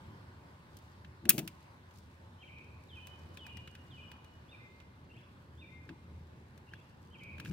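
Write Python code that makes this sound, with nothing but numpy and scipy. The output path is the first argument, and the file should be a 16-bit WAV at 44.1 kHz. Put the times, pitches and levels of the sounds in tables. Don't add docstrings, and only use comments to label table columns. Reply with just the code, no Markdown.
import sys
import numpy as np
from scipy import signal
from scipy.fft import rfft, irfft, next_fast_len
from scipy.io import wavfile
from scipy.ndimage import uniform_filter1d, map_coordinates

SR = 44100
rng = np.random.default_rng(int(sys.argv[2]) if len(sys.argv) > 2 else 0)


def natural_amplitude(level_db):
    exponent = np.asarray(level_db, float) / 20
    return 10 ** exponent


def dump(signal):
    limited = np.clip(np.atleast_2d(signal).T, -1, 1)
    pcm = np.round(limited * 32767).astype(np.int16)
    wavfile.write(sys.argv[1], SR, pcm)


N = 331833

# (frequency [Hz], relative density [dB])
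RUMBLE_COLOUR = [(15, -69), (25, -29.5), (38, -23.5), (62, -13.5), (81, -3.5), (141, -8.5), (210, -14),
                 (243, -15), (600, -28), (780, -51.5), (1320, -120)]
# (frequency [Hz], correlation [0-1])
RUMBLE_ALIKE = [(80, 1.0), (400, 0.89)]
# (time [s], level [dB])
RUMBLE_FADES = [(0, -53.5), (.6, -57.5), (1.4, -56), (1.7, -59), (3.5, -55), (4.3, -57), (6.2, -55),
                (7.1, -57), (7.52, -47.5)]
# (peak time [s], level [dB], rise [s], fall [s])
DRONE_SWELLS = [(0.301, -57, 0.91, 0.38), (1.4, -61.5, 1.307, 0.13), (1.93, -61, 0.46, 0.37),
                (3.55, -54, 1.9, 1.4), (6.2, -53.5, 0.92, 0.85), (7.37, -52, 0.15, 0.29)]
# (frequency [Hz], relative density [dB])
HUSH_COLOUR = [(180, -23.5), (300, -14), (373, -3.5), (399, -23), (549, -8), (649, -12.5), (1020, -7),
               (1110, -9.5), (1360, -14), (1480, -11), (2320, -18.5), (4030, -23.5), (6670, -33.5),
               (15800, -41), (16050, -63)]
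# (frequency [Hz], correlation [0-1])
HUSH_ALIKE = [(300, 0.2295), (700, 0.34), (1400, 0.494), (3000, 0.19), (7000, 0.2)]
# (time [s], level [dB])
HUSH_FADES = [(0, -59), (.6, -61.5), (2.2, -63.5), (3.3, -61.5), (5, -64.5), (7.1, -65), (7.52, -61)]

# (time in phrase [s], length [s], first pitch [Hz], goal pitch [Hz], level [dB])
HOOK = [(0, 0.034, 2950, 3030, -11), (0.023, 0.023, 3032, 3120, 0.5), (0.037, .027, 3100, 1970, 8),
        (.085, 0.029, 3120, 3000, -6)]
BUZZ = [(0.099, 0.153, 1950, 2432, 0)]
SWOOP = [(0, 0.079, 4050, 2953, 4.2), (.07, 0.039, 2806, 2458, 7.3), (0.108, .028, 2450, 3137, 3.4),
         (.132, 0.055, 3160, 2930, 5)]
STEPS = [(0, 0.057, 2984, 3656, -0.5), (0.036, 0.04, 2980, 2324, 7.5), (.114, 0.085, 1977, 2085, 1)]
CHATTER = [(0, 0.014, 2927, 2660, 1.5), (0.013, 0.019, 2444, 2960, 7), (.042, 0.019, 2900, 3130, 0),
           (.059, 0.025, 1950, 3056, 6.5), (.079, 0.02, 3040, 3450, 0)]
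# (time [s], phrase, level [dB], pitch factor [ratio])
SONG = [(2.382, HOOK, -60.5, 1.014), (2.382, BUZZ, -61.5, 1), (2.885, SWOOP, -63, 1.013),
        (3.375, SWOOP, -60.5, 0.98), (3.9, SWOOP, -63.5, 0.99), (4.48, STEPS, -64, 1.008),
        (5.094, CHATTER, -64.5, 1.006), (5.572, STEPS, -64, 1.01), (6.668, CHATTER, -65.5, 1.01),
        (7.103, HOOK, -61, 1.01), (7.103, BUZZ, -57, 0.99)]
# (delay [s], mirror
# level [dB], scattered level [dB], smear t60 [s])
BIRD_PATHS = [(.004, -14, -5, 0.032), (.053, -14, -7, 0.032), (.105, -16.5, -14.5, 0.035)]

# (peak time [s], level [dB], rise [s], fall [s])
RUBS = [(.8, -77.5, 0.3, .3), (1.48, -72, .3, 0.46), (1.95, -73.5, 0.16, 0.34), (3.1, -76, 1, 1.7),
        (7.0, -80, 4.8, 1.44), (7.47, -65, 0.057, 0.15)]
# (frequency [Hz], relative density [dB])
RUB_COLOUR = [(2500, -19.5), (4500, 0.5), (9000, -8.5), (15800, -13.5), (16050, -30)]
# (frequency [Hz], width [Hz], relative level [dB])
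TANK_MODES = [(159.6, 48, 4), (233, 51, -0.5), (318, 41, 3.5), (473.6, 60, -15.5), (559.3, 120, -14),
              (890, 90, -14.5)]
# (peak time [s], level [dB], rise [s], fall [s], top of the push [Hz])
DRAGS = [(1.259, -40, 0.028, 0.079, 740), (1.305, -40.5, 0.025, 0.05, 800), (1.345, -41, 0.024, 0.053, 800),
         (1.387, -32.5, .012, 0.031, 905), (1.428, -45.5, .04, 0.12, 700.5),
         (5.896, -46.5, 0.023, 0.078, 476.7), (7.45, -55.5, 0.59, 0.13, 199.7),
         (7.482, -43, 0.01, 0.036, 130), (7.502, -38.5, 0.02, .3, 129)]

# (time [s], steel tick level [dB], neck ring level [dB], strainer clack level [dB])
CONTACTS = [(0.769, -44, -76, -76), (0.788, -53, -80, -80), (0.839, -59, -80, -80), (0.857, -59, -80, -80),
            (1.0466, -81, -45.5, -44), (1.254, -42, -37.5, -38), (1.2908, -34, -25.5, -25),
            (1.2933, 0.5, -27.5, -21.5), (1.2974, -14, -41.5, -32), (1.3008, -7.5, -42.5, -20.5),
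            (1.3037, -15, -43, -23), (1.3805, -24, -35, -26), (1.39, -22.5, -46, -28.5),
            (1.476, -31, -63, -32), (1.9094, -57.5, -67.5, -55.5), (1.986, -52, -71, -60),
            (2.584, -61, -65.5, -47), (3.0704, -37, -49.5, -45), (3.3715, -44.5, -70, -38.5),
            (3.466, -45, -41, -42), (3.5701, -45, -68, -40), (3.675, -48.5, -49.5, -41),
            (3.7515, -51, -52, -43), (4.116, -44.5, -46, -37.5), (4.245, -54, -54.5, -47),
            (4.801, -65, -70.5, -45.5), (5.8914, -69.5, -36.5, -42.5), (6.577, -50, -58.5, -53),
            (6.736, -55, -32, -43), (7.2354, -47, -77.5, -54), (7.382, -55, -43.5, -42.5),
            (7.3994, -40.5, -34, -35), (7.449, -42.5, -56, -38.5), (7.458, -54, -35, -39),
            (7.47, -52, -60, -56), (7.476, -50, -47, -49), (7.497, -53, -60, -49), (7.511, -55, -46, -45.5)]
# (frequency [Hz], relative level [dB])
STEEL_MODES = [(4810, -12), (6090, -4.5), (9290, 5.5), (11700, -7.5), (12700, -4), (14100, 4.5),
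               (15400, -12)]
# (frequency [Hz], relative density [dB])
STRAINER_COLOUR = [(500, -39), (1200, -8), (2200, -3.5), (2600, 1.5), (3100, -2), (4400, -11.5),
                   (6500, -19), (15000, -33)]
# (frequency [Hz], level over a hard clack [dB], t60 [s])
STRAINER_MODES = [(2603, -5, .03), (3280, -6, 0.013), (2196, -10.5, 0.02)]
# (frequency [Hz], t60 [s])
NECK_MODE = (1640, 0.013)


def unit(x):
    return x / np.sqrt(np.mean(x ** 2) + 1e-20)


def along(points, hz):
    f, v = np.transpose(points)
    return np.interp(np.log(hz + 1), np.log(f + 1), v)


def fader(points):
    s, db = np.transpose(points)
    return np.interp(np.arange(N) / SR, s, db)


def wobble(rate):
    knots = rng.standard_normal(int(N * rate / SR) + 4)
    return map_coordinates(knots, [np.arange(N) * rate / SR])


def surge(s, db, rise, fall):
    t = np.arange(N) / SR - s
    return natural_amplitude(db - 20 * np.maximum(-t / rise, t / fall))


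def sine(hz):
    return np.sin(2 * np.pi * np.cumsum(hz) / SR)


def decay(t, t60):
    return natural_amplitude(-60 * t / t60)


def filtered(x, response):
    n = x.shape[-1]
    m = next_fast_len(n + 1024)
    return irfft(rfft(x, m) * response(np.fft.rfftfreq(m, 1 / SR)), m)[..., :n]


def spaced(x, left_lag):
    sides = np.array([[1], [-1]])
    return filtered(x, lambda hz: np.exp(-1j * np.pi * hz * left_lag / SR * sides))


def rush(colour, alike, left_lag, patchy_db):
    z = signal.stft(rng.standard_normal((2, N)), nperseg=512)[2]
    field = uniform_filter1d(rng.standard_normal(z.shape[1:]), 6, 0)
    field = uniform_filter1d(field, 14, 1)
    pair = signal.istft(z * natural_amplitude(patchy_db * unit(field)), nperseg=512)[1][:, :N]

    def mid_side(hz):
        angle = np.arccos(np.clip(along(alike, hz), -1, 1)) / 2
        return natural_amplitude(along(colour, hz)) * [np.cos(angle), np.sin(angle)]

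    mid, side = filtered(pair, mid_side)
    return unit(spaced(np.array([mid + side, mid - side]), left_lag))


def low_rumble():
    floor_db = -77
    swell = natural_amplitude(floor_db) + sum(surge(*row) for row in DRONE_SWELLS)
    drone = swell * natural_amplitude(0.956 * wobble(5.8)) * sine(82.5 + 2.9 * wobble(8.1))
    rumble = rush(RUMBLE_COLOUR, RUMBLE_ALIKE, left_lag=3.8, patchy_db=1.5)
    return drone + natural_amplitude(fader(RUMBLE_FADES)) * rumble


def outdoor_hush():
    hum = natural_amplitude(-13.5 + 3.0 * wobble(12)) * sine(880 + 14 * wobble(12))
    hush = rush(HUSH_COLOUR, HUSH_ALIKE, left_lag=-10.5, patchy_db=1.42)
    return natural_amplitude(fader(HUSH_FADES) + 0.65 * wobble(3.0)) * (hush + spaced(hum, -9.0))


def open_air():
    t = np.arange(SR) / SR
    tail = uniform_filter1d(rng.standard_normal((2, SR)), size=6)
    tail *= decay(t, 1.2) * (1 - np.exp(-t / 0.0024))
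    out = natural_amplitude(-5.5) * tail / np.linalg.norm(tail[0])
    out[:, 0] += natural_amplitude(-1.1)
    near = t[:SR // 20]
    for delay, mirror_db, scattered_db, smear in BIRD_PATHS:
        start = round(delay * SR)
        out[:, start] += natural_amplitude(mirror_db)
        shared = rng.standard_normal(len(near))
        apart = rng.standard_normal((2, len(near)))
        path = (shared + 1.1 * apart) * decay(near, smear)
        out[:, start:][:, :len(near)] += natural_amplitude(scattered_db) * path / np.linalg.norm(path[0])
    return out


def whistle(length, first_hz, goal_hz, factor, buzzed):
    glide_s_per_khz, glide_loss_db = 0.013, 10.5
    attack_s, release_s = 0.0015, 0.0068
    vibrato_depth_hz, vibrato_hz = 120, 110.8
    waver_hz = 54.7 if buzzed else 17.2
    t = np.arange(0, length, 1 / SR)
    unsettled = np.exp(-t / (0.00291 + glide_s_per_khz * abs(first_hz - goal_hz) / 1000))
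    pitch = factor * (goal_hz + (first_hz - goal_hz) * unsettled)
    if buzzed:
        pitch += vibrato_depth_hz * np.sin(2 * np.pi * vibrato_hz * t)
    pitch += waver_hz * wobble(59.2)[:len(t)]
    edge = np.clip(np.minimum(t / attack_s, (length - t) / release_s), 0, 1)
    return np.sqrt(2) * edge * natural_amplitude(-glide_loss_db * unsettled) * sine(pitch)


def bird():
    out = np.zeros((2, N + 2 * SR))
    for s, phrase, db, factor in SONG:
        voice = np.zeros(SR // 2)
        for when, length, first_hz, goal_hz, note_db in phrase:
            note = whistle(length, first_hz, goal_hz, factor, phrase == BUZZ)
            voice[round(when * SR):][:len(note)] += natural_amplitude(db + note_db) * note
        heard = signal.fftconvolve(voice[None], open_air(), axes=1)
        out[:, round(s * SR):][:, :heard.shape[1]] += heard
    return spaced(out[:, :N], 14.57)


def scrape():
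    grit = rng.standard_normal((2, N)) * natural_amplitude(4.91 * wobble(280) + 2.6 * wobble(23))
    rub = unit(filtered(grit, lambda hz: natural_amplitude(along(RUB_COLOUR, hz))))
    return rub * sum(surge(*row) for row in RUBS)


def tank_body(f):
    modes = enumerate(TANK_MODES)
    return sum((-1) ** k * natural_amplitude(db) * 1j * f * w / (c * c - f * f + 1j * f * w) for k, (c, w, db) in modes)


def tank():
    drag = rng.standard_normal(N) * natural_amplitude(0.61 * wobble(40))
    out = np.zeros(N)
    for *stroke, top_hz in DRAGS:
        push = lambda f: 1 / (1 + 1j * f / top_hz) ** 3 / (1 + (85 / (f + 1)) ** 4)
        strength = surge(*stroke)
        boom = filtered(drag, lambda f: tank_body(f) * push(f)) * strength
        out += boom * np.linalg.norm(strength) / np.linalg.norm(boom)
    return spaced(out, -6.5) * natural_amplitude([[1.6], [-1.6]])


def steel_tick(t, tick_db):
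    light_db, light_tilt_db, tilt_per_db = -49.5, -6.5, 0.2
    tilt_db = light_tilt_db + tilt_per_db * max(tick_db - light_db, 0)
    shared, late, *apart = rng.standard_normal((4, len(t)))
    scatter = (late + 0.95 * np.array(apart)) * (natural_amplitude(-5) * decay(t, 0.026) + natural_amplitude(-33) * decay(t, 0.25))
    ring = sum(natural_amplitude(db + rng.normal(0, 1)) * np.sin(2 * np.pi * hz * t) for hz, db in STEEL_MODES)
    raw = shared * decay(t, 0.00078) + scatter + natural_amplitude(-18.5) * ring * decay(t, 0.041)
    tilt = lambda hz: natural_amplitude(tilt_db * np.log2((hz + 1) / 9000))
    tick = filtered(raw, lambda hz: tilt(hz) / (1 + (3800 / (hz + 1)) ** 4))
    sides_db = np.array([[2.1], [-2.1]])
    return tick * natural_amplitude(tick_db + sides_db) / np.abs(tick[:, :200]).max()


def strainer_clack(t, soft, clack_db):
    hard_db, ring_per_db = -17.5, 0.7
    noise = rng.standard_normal(len(t)) + 1.2 * rng.standard_normal((2, len(t)))
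    rattle = noise * (decay(t, 0.031) + natural_amplitude(-22.5) * decay(t, 0.22))
    clack = filtered(rattle, lambda hz: natural_amplitude(along(STRAINER_COLOUR, hz)))
    clack *= soft * natural_amplitude(clack_db - 1.0) / np.abs(clack).max()
    modes_db = clack_db + ring_per_db * (clack_db - hard_db)
    for hz, db, t60 in STRAINER_MODES:
        level = natural_amplitude(modes_db + db + rng.normal(0, 1.1))
        detuned_hz = hz * (1 + rng.normal(0, 0.015))
        clack += soft * level * decay(t, t60) * np.sin(2 * np.pi * detuned_hz * t)
    return clack


def neck_ring(t, soft, neck_db):
    hz, t60 = NECK_MODE
    detuned_hz = hz * (1 + rng.normal(0, 0.0081))
    return soft * natural_amplitude(neck_db) * decay(t, t60) * np.sin(2 * np.pi * detuned_hz * t)


def tweezers():
    out = np.zeros((2, N + SR))
    t = np.arange(SR // 5) / SR
    soft = 1 - np.exp(-t / 0.0005)
    for s, tick_db, neck_db, clack_db in CONTACTS:
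        contact = steel_tick(t, tick_db) + strainer_clack(t, soft, clack_db) + neck_ring(t, soft, neck_db)
        out[:, round(s * SR):][:, :len(t)] += contact
    return spaced(out[:, :N], -2.34)


def scene():
    return low_rumble() + outdoor_hush() + bird() + scrape() + tank() + tweezers()


def top_cut(x):
    return signal.sosfilt(signal.butter(12, 17040, fs=SR, output="sos"), x)


def record(dry):
    heard = filtered(dry, lambda hz: 1 / (1 + (hz / 16100) ** 60))
    return top_cut(heard)


dry = scene()
out = record(dry)
dump(out)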